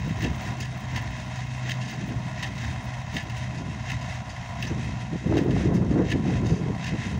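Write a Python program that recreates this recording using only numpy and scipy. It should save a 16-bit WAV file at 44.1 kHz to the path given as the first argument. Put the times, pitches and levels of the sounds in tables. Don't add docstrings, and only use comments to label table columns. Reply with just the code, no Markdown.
import sys
import numpy as np
from scipy import signal
from scipy.fft import rfft, irfft
from scipy.io import wavfile
from scipy.ndimage import uniform_filter1d

SR = 44100
rng = np.random.default_rng(int(sys.argv[2]) if len(sys.argv) > 2 else 0)


def natural_amplitude(level_db):
    exponent = np.asarray(level_db, float) / 20
    return 10 ** exponent


def dump(signal):
    limited = np.clip(np.atleast_2d(signal).T, -1, 1)
    pcm = np.round(limited * 32767).astype(np.int16)
    wavfile.write(sys.argv[1], SR, pcm)


N = 317079
HZ = np.fft.rfftfreq(N, 1 / SR)
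STROKE_S, FIRST_SLAM_S = 0.7345, 0.2255


def unit(x):
    return x / np.sqrt(np.mean(x ** 2))


def curves(table):
    s, *columns = np.transpose(table)
    return [np.interp(np.arange(N) / SR, s, c) for c in columns]


def ring(x, modes):
    gain = 0
    for k, (f, width, db) in enumerate(modes):
        gain = gain + (-1) ** k * natural_amplitude(db) * 1j * HZ * width / (f ** 2 - HZ ** 2 + 1j * HZ * width)
    return irfft(rfft(x) * gain, N)


def shade(x, spectrum):
    hz, db = np.transpose(spectrum)
    return irfft(rfft(x) * natural_amplitude(np.interp(np.log(HZ + 1), np.log(hz), db, -120, -120)), N)


def walk(rate):
    k = int(SR / rate)
    held = np.repeat(rng.standard_normal(N // 20), k)[:N]
    return unit(uniform_filter1d(uniform_filter1d(held, k), k))


def noise():
    return rng.standard_normal(N)


def bursts(times, dbs, decays_ms):
    out, t = np.zeros(N + SR), np.arange(int(0.15 * SR)) / SR
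    for s, db, ms in zip(times, dbs, decays_ms):
        start = max(int((s - 0.003) * SR), 0)
        out[start:start + len(t)] += natural_amplitude(db) * (1 - np.exp(-t / 0.00098)) * np.exp(-1000 * t / ms)
    return out[:N]


def humps(times, heights, half_s):
    t, out = np.arange(N) / SR, np.zeros(N)
    for s, height, half in np.broadcast(times, heights, half_s):
        a, b = np.clip([int((s - 3 * half) * SR), int((s + 3 * half) * SR)], 0, N)
        out[a:b] += height * np.exp(-((t[a:b] - s) / half) ** 2)
    return out


def grains(table, rise_ms, decay_ms):
    before = 882
    out, ms = np.zeros(N + SR), np.arange(-before, 1764) * 1000 / SR
    shape = np.where(ms < 0, np.exp(-(ms / rise_ms) ** 2), np.exp(-np.abs(ms) / decay_ms))
    for (s, db, hz), turn in zip(table, rng.random(len(table))):
        start = int(s * SR) - before
        out[start:start + len(ms)] += natural_amplitude(db) * shape * np.cos(2 * np.pi * (hz * ms / 1000 + turn))
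    return out[:N]


# [t/s, steady flow level/dB, slow eddies level/dB]
WIND_FLOW = [(0, -33.5, -32.5), (.35, -37, -34.5), (.6, -38.5, -38.5), (1.1, -37, -38.5), (1.7, -42, -41.5),
             (2, -34.5, -44), (2.4, -37, -38), (2.65, -36.5, -35), (3.05, -42, -37), (3.6, -36, -36),
             (4.45, -42, -39.5), (4.8, -38.5, -35), (5.22, -39.5, -45), (5.3, -26.5, -29.5),
             (5.8, -27, -30), (6.68, -29, -30), (6.82, -35.5, -35), (7.19, -32, -33)]
# [f/Hz, level/dB per Hz]
SLOW_EDDIES_COLOUR = [(20, -42), (35, -26.5), (50, -11.5), (65, -4), (95, -1.5), (120, 1.5), (150, -18)]
GUST_COLOUR = [(90, -23), (115, -7.5), (150, 4.5), (200, 1.5), (270, -5), (380, -37.5)]
SHARP_EDDIES_COLOUR = [(200, -14.5), (300, 0), (400, -8), (550, -14), (800, -22), (1300, -32.5),
                       (2000, -32)]
# [t/s, peak level/dB, half length/ms, sharp eddies over the puff/dB]
WIND_PUFFS = [(.07, -36, 14, -4), (.115, -26, 9.8, -16), (.255, -26.5, 22, -1.5), (0.319, -31.5, 22, -12),
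              (.51, -38.5, 33, -4.5), (.6, -49.5, 35, 6.5), (1.68, -48, 62, -1), (4.66, -39, 18, -3),
              (0.942, -39, 20, -15), (1.899, -53, 59, -1), (2.03, -37, 25, -36), (2.112, -32.5, 25, -9),
              (2.7, -39, 37, -25), (3.164, -28, 19, -10.5), (3.27, -50, 18, 3), (3.621, -43.5, 73, -1.5),
              (4.04, -31, 5.5, -22), (4.601, -37, 12, -19), (4.721, -29, 21, -5.5), (4.79, -35, 31, -6),
              (4.89, -37.5, 52, -6), (5.04, -38.5, 25.6, -12), (5.145, -28, 21, -3), (6.937, -25.5, 16, -6),
              (7.07, -33.5, 15, -14), (7.14, -41, 41, -2)]
# [t/s, peak level/dB, half length/ms, sharp eddies over the surge/dB]
GUST_SURGES = [(5.267, -17, 5.8, -14), (5.352, -42, 75, 16), (5.49, -33, 33, 7), (5.57, -30.5, 8.3, 3),
               (5.66, -43, 19, 4), (5.75, -30, 100, 1.5), (5.92, -33, 17, -10), (6.001, -29.5, 59, 4),
               (6.16, -25, 21, -10.5), (6.28, -36, 50, 2.5), (6.42, -34.5, 58, -6), (6.53, -25, 20, -14),
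               (6.61, -44, 19, -4), (6.69, -28.5, 26, -13)]
# [t/s, peak level/dB, half length/ms]
PORT_THUMPS = [(.19, -43, 15), (.295, -40, 22), (.62, -36, 23), (2.169, -25, 24), (2.66, -33, 26),
               (3.15, -47, 14), (4.73, -34.5, 19), (4.92, -36, 22), (5.601, -32.5, 73), (5.721, -31, 45),
               (5.91, -31, 13), (6.52, -35, 39)]
# [t/s, peak level/dB, f/Hz]
PORT_FLICKS = [(5.2946, -28, 400), (5.3282, -22.7, 570), (5.3727, -19.3, 384), (5.3935, -15, 367),
               (5.4212, -24, 410), (5.4627, -13.5, 380), (5.4855, -26, 420), (5.4982, -22, 380),
               (5.5185, -27, 400), (5.5361, -19.5, 426), (5.568, -16.5, 340), (5.5904, -23, 367),
               (5.6608, -16.5, 370), (5.6864, -22.7, 430), (5.6991, -25, 408), (5.7141, -21, 372),
               (5.7401, -26, 377), (5.7893, -31, 374), (5.826, -29, 430), (5.8571, -27, 362),
               (5.916, -29, 388), (5.9435, -24, 406), (5.9625, -20, 470), (5.9886, -22, 430),
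               (6.0008, -15, 380), (6.0241, -21.1, 376), (6.0513, -30, 430), (6.134, -27.1, 440),
               (6.162, -21, 407), (6.2412, -35, 377), (6.2547, -28, 740), (6.278, -29, 534),
               (6.3016, -29, 740), (6.3362, -23, 373), (6.414, -33, 410), (6.4346, -20, 354),
               (6.452, -20.5, 370), (6.501, -36, 370), (6.5205, -27.5, 437), (6.5331, -21.5, 390),
               (6.5651, -28, 382), (6.5814, -27, 400), (6.601, -29.5, 400), (6.6659, -20.5, 377),
               (6.704, -21.5, 416)]


def wind():
    flow_db, slow_db = curves(WIND_FLOW)
    s, db, ms, puff_sharp_db = np.transpose(WIND_PUFFS + GUST_SURGES)
    thump_s, thump_db, thump_ms = np.transpose(PORT_THUMPS)
    puffs = humps(s, natural_amplitude(db), ms / 1000)
    big = natural_amplitude(slow_db) + natural_amplitude(-12) * puffs + humps(thump_s, natural_amplitude(thump_db), thump_ms / 1000)
    sharp_db = flow_db - 14.5 + 0.77 * (flow_db + 38)
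    in_gust = (s > 5.2) * (s < 6.8)
    small = natural_amplitude(sharp_db) + humps(s, natural_amplitude(db + puff_sharp_db - 2.8 * in_gust), ms / 1000)
    flutter = walk(22)
    slow = big * natural_amplitude(0.44 * flutter) * unit(shade(noise(), SLOW_EDDIES_COLOUR))
    middle_level = (natural_amplitude(flow_db) + puffs) * natural_amplitude(-1.5 + 0.59 * flutter + 0.5 * walk(35))
    middle = middle_level * unit(shade(noise(), GUST_COLOUR))
    sharp_level = small * natural_amplitude(-1.5 + 0.8 * flutter + 2.0 * walk(60))
    sharp = sharp_level * unit(shade(noise(), SHARP_EDDIES_COLOUR))
    snaps = noise() * (rng.random(N) < 60 / SR) * natural_amplitude(4.0 * rng.exponential(size=N))
    snaps = unit(shade(snaps, [(300, -17), (500, -11), (900, -6), (1500, -12), (2200, -43)]))
    snaps = (small / natural_amplitude(-18)) ** 2 * natural_amplitude(-39) * snaps
    flicks = natural_amplitude(-2) * grains(PORT_FLICKS, rise_ms=4.2, decay_ms=3.2)
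    return slow + middle + sharp + snaps + flicks


# [t/s, peak level/dB, length/ms]
PORT_POPS = [
    (5.325, -16, 0.4),
    (5.372, -12, 0.49),
    (5.567, -16, 0.48),
    (5.915, -10, 1.6),
    (5.962, -13, 0.66),
    (5.986, -28, 0.99),
]


def pops():
    t, out = np.arange(N) / SR, 0
    for s, db, ms in PORT_POPS:
        x = np.clip(1000 * (t - s) / ms, -9, 9)
        out = out + natural_amplitude(db - 4) * (1 - 2 * x ** 2) * np.exp(-x ** 2)
    return out


# [t/s, firing rate f/Hz, knock level/dB]
ENGINE_PACE = [(0, 63.38, -43), (1.6, 63.1, -46), (2.6, 62.78, -43), (3.4, 62.9, -44.5), (4.2, 63.12, -45),
               (4.8, 62.45, -45.5), (5.5, 62.9, -47.5), (6.2, 63.3, -46), (7.19, 62.7, -44)]
# [multiple of firing rate, level/dB rms]
EXHAUST_ORDERS = [(1, -49), (3.5, -52.5), (8.5, -71), (9.5, -70), (10, -58.5), (10.5, -68), (11, -63),
                  (11.5, -66.5), (12, -58), (13, -61), (14, -60), (15, -58.5), (15.5, -60.5), (16, -67),
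                  (17, -64)]
# [t/s, level/dB rms]
DRONE_SWELL = [(0, -35.5), (.5, -34), (1.3, -36.5), (1.8, -29), (1.92, -42.5), (2, -34.5), (2.4, -33),
               (2.55, -38.5), (2.7, -33.5), (3.05, -36), (3.27, -49), (3.4, -34), (3.79, -43.5),
               (3.9, -33.5), (4.2, -35), (4.3, -45.5), (4.6, -35), (7.19, -36.5)]
# [f/Hz, width/Hz, level/dB]
BLOCK_MODES = [(635, 136, 4.5), (742, 104, 8.5), (997, 98, 6.5), (1437, 41, -1.5)]


def engine():
    hz, knock_db = curves(ENGINE_PACE)
    stroke = (np.arange(N) / SR - FIRST_SLAM_S) / STROKE_S
    drag = 0.0039 * np.cos(2 * np.pi * (stroke + 0.13))
    turns = np.cumsum(hz * (1 + drag + 0.00294 * walk(6))) / SR
    hum = 0
    for k, db in EXHAUST_ORDERS:
        hum = hum + natural_amplitude(db + 2.1 * walk(9)) * np.sqrt(2) * np.sin(2 * np.pi * k * turns)
    drone_level = natural_amplitude(curves(DRONE_SWELL)[0] - 1 + 0.74 * walk(9))
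    hum = hum + drone_level * np.sqrt(2) * np.sin(4 * np.pi * turns)
    cycle = turns % 1
    strength = natural_amplitude(1.84 * rng.standard_normal(N // 100))[turns.astype(int)]
    firing = np.diff(np.floor(turns), prepend=0) * strength
    blast = strength * (1.4 + np.exp(-cycle / 0.95)) * noise()
    knock = 0.53 * unit(ring(firing, BLOCK_MODES)) + unit(ring(blast, BLOCK_MODES))
    return hum + natural_amplitude(knock_db + 1.6 * walk(9.3)) * unit(knock), cycle


# [t/s after the slam, half length/s, extra tinkle/dB, extra hiss/dB]
STROKE_SWEEPS = [
    (0.002, 0.054, -4.5, 13),
    (0.234, 0.069, 0.5, 9),
    (0.393, 0.018, 3, 5),
    (.585, 0.033, 1, 4),
]
# [slam/dB, feed/dB, return/dB, reach/dB]
SWEEP_LOADS = [(0, 0, 0, 2), (5, 6, 4.5, 1), (5, 4, 1, 1), (5, 3.5, 3.5, 1), (5, 6, 1, 1),
               (5, 4.5, 2.5, 1.5), (6, 5.5, 0, 2.5), (5, 3.5, 3.5, 3), (6, 9, 6.5, 2), (7, 6.5, 5, 1),
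               (5.001, 6, 1, 1)]


def shudders():
    slam_s = np.transpose(PLUNGER_STROKES)[0]
    start_s = np.r_[slam_s[0] - STROKE_S, slam_s]
    rattle_db, tinkle_db, hiss_db = 0, 0, 0
    for (after_s, half_s, tinkle, hiss), load_db in zip(STROKE_SWEEPS, np.transpose(SWEEP_LOADS)):
        rattle_db = rattle_db + humps(start_s + after_s, load_db, half_s)
        swell = humps(start_s + after_s, 0.95, half_s)
        tinkle_db = tinkle_db + tinkle * swell
        hiss_db = hiss_db + hiss * swell
    return rattle_db, tinkle_db, hiss_db


# [t/s, peak level/dB, decay/ms]
HAY_RAKES = [(0.0453, -53, 8.2), (0.0802, -55, 9), (0.189, -56, 9), (0.2194, -48, 9.9), (0.3561, -56, 9),
             (0.4145, -53, 10), (0.5092, -59, 9), (0.603, -45, 9), (0.6504, -52, 9), (0.7696, -54, 9),
             (0.7976, -51, 9.9), (0.9153, -59, 9), (0.9602, -46, 9), (1.0136, -51, 9), (1.0595, -65, 9),
             (1.1039, -56, 9), (1.3808, -62, 9), (1.4411, -64, 8.1), (1.4591, -62, 7.7), (1.5683, -62, 9),
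             (1.6511, -60, 9), (1.6906, -48, 9), (1.707, -52, 9), (1.8866, -57, 9), (1.9066, -56, 9),
             (1.9584, -63, 4), (2.0592, -59, 8), (2.429, -55, 3), (2.4688, -58, 9), (2.6304, -59, 9),
             (2.7257, -61, 9), (2.83, -57, 14), (2.8434, -58, 9), (3.123, -57, 26), (3.1423, -53, 9),
             (3.1647, -52, 9), (3.2241, -53, 9), (3.2929, -64, 9), (3.2949, -60, 9), (3.3628, -62, 9),
             (3.3727, -62, 9), (3.9005, -60, 8.2), (3.9065, -57, 9), (4.6254, -52, 9), (4.6483, -57, 9),
             (4.6818, -61, 9), (5.3792, -58, 9), (5.3802, -56, 9), (5.4121, -63, 9), (5.4365, -55, 9),
             (5.5223, -66, 9), (5.7428, -50, 9), (5.8082, -62, 9), (6.101, -57, 9), (6.129, -55, 8.4),
             (6.4572, -63, 9), (6.4707, -60, 15), (6.8413, -62, 8.1), (6.8663, -60, 9), (7.1716, -59, 9)]


def hay():
    floor_db = curves(RUNNING_GEAR)[1] + shudders()[2]
    s, db, decay_ms = np.transpose(HAY_RAKES)
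    swish = bursts(s + 0.002, db - 10, decay_ms)
    swish = swish + humps(s + decay_ms / 1000, natural_amplitude(db - 15), decay_ms / 1500)
    level = natural_amplitude(3.0 * walk(70)) * natural_amplitude(floor_db - 1.5 + 2.0 * walk(20)) + swish * natural_amplitude(2.4 * walk(200))
    crackle = noise() * natural_amplitude(2.5 * np.minimum(rng.exponential(size=N), 6))
    stalk_colour = [(12500, -36), (13900, -25), (14500, -7), (15200, -9), (16000, -2)]
    tine_colour = [(7000, -30), (8500, -1), (11000, -4), (12500, -11), (14000, -19)]
    stalks = level * unit(shade(crackle, stalk_colour))
    return stalks + natural_amplitude(-3) * swish * unit(shade(crackle, tine_colour))


def loose_parts(x, count, width_hz):
    hz = 1600 * 2 ** (3.2 * (np.arange(count) + rng.random(count)) / count)
    return unit(ring(x, [(f, width_hz * f / 3000, 0) for f in hz]))


# [t/s, steady rattle level/dB, hay hiss level/dB]
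RUNNING_GEAR = [(0, -43.5, -72), (.6, -45, -72), (1.1, -44.5, -79), (1.5, -44, -77), (2.2, -44.5, -79),
                (2.6, -44, -76), (3, -44.5, -82), (3.6, -46, -84), (4, -45, -81), (4.45, -45, -80),
                (4.9, -45.5, -83), (5.3, -47, -86), (5.95, -50, -91), (6.25, -46.5, -84), (6.7, -47.5, -89),
                (6.83, -47, -88), (6.9, -43, -86), (7.19, -46.5, -80)]
# [f/Hz, level/dB per Hz]
SHEET_COLOUR = [(1000, -16), (1500, -11.5), (1750, 2.5), (2000, -3), (2400, -6.5), (2750, -7), (3300, -12),
                (3750, -11), (4400, -17), (6300, -14.5), (7300, -21), (8300, -33), (10700, -36),
                (13000, -65)]


def gear(cycle):
    swell_db, extra_tinkle_db, _ = shudders()
    rattle_db = curves(RUNNING_GEAR)[0] + swell_db
    tinkle_db = -25 + extra_tinkle_db
    ticks = unit(noise() * natural_amplitude(2.0 * np.minimum(rng.exponential(size=N), 6)))
    shake = (1 + 0.5 * np.exp(-cycle / 0.5)) * natural_amplitude(0.77 * walk(25) + 1.1 * walk(90))
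    jingle = loose_parts(noise() * (rng.random(N) < 900 / SR), count=42, width_hz=42)
    metal = shade(shake * (ticks + 0.28 * jingle), SHEET_COLOUR)
    chime = shade(shake * (ticks + 0.57 * jingle), SHEET_COLOUR)
    top = [(20, -60), (7000, -60), (8000, 0), (20000, 0)]
    rattle = unit(metal - shade(metal, top))
    tinkle = natural_amplitude(tinkle_db + 1.3 * walk(30)) * unit(shade(chime, top))
    return natural_amplitude(rattle_db) * (rattle + tinkle)


# [t/s, f/Hz, level/dB, t60/s]
TINE_PINGS = [
    (4.628, 6050, -52, .08),
    (4.674, 6050, -39, 0.11),
    (4.674, 5450, -41, 0.06),
    (6.46, 3700, -44, 0.2),
]


def pings():
    t, out = np.arange(N) / SR, 0
    for s, hz, db, t60 in TINE_PINGS:
        rise = np.clip((t - s) / 0.0065, 0, 1)
        out = out + natural_amplitude(db - 60 * np.abs(t - s) / t60) * rise * np.sin(2 * np.pi * hz * t)
    return natural_amplitude(2.5 * walk(150)) * out


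# [slam t/s, slam level/dB, bounce after/ms, bounce level/dB, bounce decay/ms]
PLUNGER_STROKES = [
    (0.2254, -19, 13, -17.5, 18),
    (0.96, -16.5, 17.3, -27, 8.9),
    (1.693, -18, 19, -17.5, 25),
    (2.428, -10, 46, -24, 8.5),
    (3.167, -14, 48, -27, 14),
    (3.9, -21, 26, -31, 11),
    (4.6267, -12, 25, -21, 12),
    (5.371, -21, 6.7, -15, 5.5),
    (6.102, -15.5, 9.8, -26, 38),
    (6.8424, -19, 22, -20, 19.6),
]
# [t/s, peak level/dB, brightness/dB, decay/ms]
LINKAGE_KNOCKS = [(0.2624, -46, -14, 15), (2.4444, -37, -22, 7.8), (2.58, -24, -21, 11),
                  (3.187, -44, -21, 13), (5.91, -33, -12.5, 20), (0.604, -29, -4, 19),
                  (0.6294, -34, -16, 31), (1.3578, -31, -11, 38), (1.813, -31.5, -12, 110),
                  (1.8806, -29, -15, 31), (2.61, -47, -2, 11), (3.14, -30.5, -13, 42),
                  (3.2988, -27.5, -16, 16), (3.369, -23, -15, 6.5), (3.5775, -30.5, -12, 30),
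                  (4.0124, -30.5, -16.5, 54), (4.296, -32, -8.5, 32), (4.672, -26, -13, 5.8),
                  (5.509, -22, -18, 7.8), (5.5523, -44, -10, 59), (5.745, -45, 4, 29),
                  (6.459, -33.5, -8, 117), (6.888, -39, -19, 7.1)]
# [t/s, peak level/dB, ring f/Hz]
METAL_CONTACTS = [(0.2242, -33.4, 1810), (0.2306, -29.2, 2040), (0.2423, -27.3, 1980),
                  (0.2469, -25.1, 2660), (0.2645, -30.2, 1830), (0.271, -33.2, 2630), (0.6098, -32.5, 2690),
                  (0.6237, -35.3, 1950), (0.6294, -34.8, 3310), (0.6533, -35.9, 1690),
                  (0.6578, -36.3, 2720), (0.9627, -25.1, 1910), (0.9671, -29.7, 1900), (0.975, -28.4, 2050),
                  (0.9803, -29.6, 2010), (0.985, -31.1, 1760), (0.9912, -33.6, 1980), (1.0018, -33.2, 2010),
                  (1.6965, -23.5, 1940), (1.7078, -27.3, 3200), (1.7185, -21.8, 2020),
                  (1.7407, -33.8, 1940), (2.4319, -23.2, 1940), (2.437, -26.5, 1820), (2.4438, -28.5, 1880),
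                  (2.451, -28.6, 1830), (2.4609, -35.3, 2170), (2.4652, -27.8, 1850), (3.1692, -22.2, 1920),
                  (3.1797, -30.0, 1940), (3.1844, -28.4, 2140), (3.1994, -31.2, 1990),
                  (3.2071, -29.2, 1930), (3.9027, -25.5, 1910), (3.9188, -23.8, 2020),
                  (3.9287, -32.4, 1910), (3.9329, -33.9, 2020), (3.9398, -34.0, 1910),
                  (3.9439, -34.3, 2010), (3.9503, -33.0, 1980), (4.6287, -26.2, 2710),
                  (4.6414, -31.0, 1910), (4.6519, -30.4, 1910), (4.6754, -31.3, 1840),
                  (5.3722, -30.9, 2000), (5.381, -31.7, 1810), (5.3879, -32.3, 2490), (5.3954, -32.7, 2090),
                  (5.4066, -34.1, 1980), (6.0977, -35.0, 2620), (6.1052, -26.8, 1820),
                  (6.1173, -24.7, 1950), (6.1214, -24.8, 2620), (6.1261, -28.5, 1840),
                  (6.1361, -31.5, 2310), (6.8454, -26.6, 2640), (6.8693, -25.6, 1800),
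                  (6.8814, -28.9, 2500), (6.8862, -34.1, 2470), (6.893, -28.9, 2050)]
# [f/Hz, width/Hz, level/dB]
CASE_MODES = [(1739, 22, 23), (1990, 350, 5.5), (2860, 245, 11), (3330, 70, 5), (3700, 450, 2),
              (4550, 320, -1), (5450, 510, -8), (6050, 59, 3), (6600, 580, -1.5), (7200, 540, -7),
              (9060, 3100, -21)]


def plunger():
    slams = [(s, db - 7.5, -21, 12) for s, db, *_ in PLUNGER_STROKES]
    bounces = [(s + ms / 1000, db - 8, -16, decay) for s, _, ms, db, decay in PLUNGER_STROKES]
    s, db, bright_db, decay_ms = np.transpose(slams + bounces + LINKAGE_KNOCKS)
    low = [m for m in CASE_MODES if m[0] <= 4000]
    high = [m for m in CASE_MODES if m[0] > 4000]
    grit = noise() * natural_amplitude(1.5 * walk(500))
    blows = np.zeros(N)
    blows[((s[:len(slams)] - 0.001) * SR).astype(int)] = natural_amplitude(16)
    contact_s, contact_db, _ = np.transpose(METAL_CONTACTS)
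    crunch = humps(contact_s, natural_amplitude(contact_db + 1.5), 0.0032)

    def struck(level, modes):
        return ring(level * (grit + blows), modes) / np.std(ring(grit, modes))

    body = struck(bursts(s, db, decay_ms) + crunch, low)
    edge = struck(bursts(s, db + bright_db, decay_ms) + natural_amplitude(-19) * crunch, high)
    contacts = natural_amplitude(-5) * grains(METAL_CONTACTS, rise_ms=1.6, decay_ms=3.2)
    return contacts, natural_amplitude(-11) * body + natural_amplitude(-5.5) * edge


def near_echo(x):
    delay_s, share, top_hz = 0.001716, 0.46, 7000
    share = share / (1 + (HZ / top_hz) ** 2)
    return irfft(rfft(x) * (1 - share * np.exp(-2j * np.pi * HZ * delay_s)), N)


def scene():
    motor, cycle = engine()
    contacts, clatter = plunger()
    gusts = 0.4 * np.tanh((wind() + pops()) / 0.4)
    machine = near_echo(gear(cycle) + clatter)
    return (motor + machine + contacts + pings() + hay() + gusts)[None]


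def top_cut(x):
    return signal.sosfilt(signal.butter(12, 16930, fs=SR, output="sos"), x)


# [f/Hz, level/dB]
MIC_RESPONSE = [(20, 0), (9500, 0), (12500, -4), (13800, -4), (14500, 0), (15700, 0), (15800, -18),
                (15840, -70)]


def record(dry):
    mix = shade(dry[0], MIC_RESPONSE)[None]
    return top_cut(mix)


dry = scene()
out = record(dry)
dump(out)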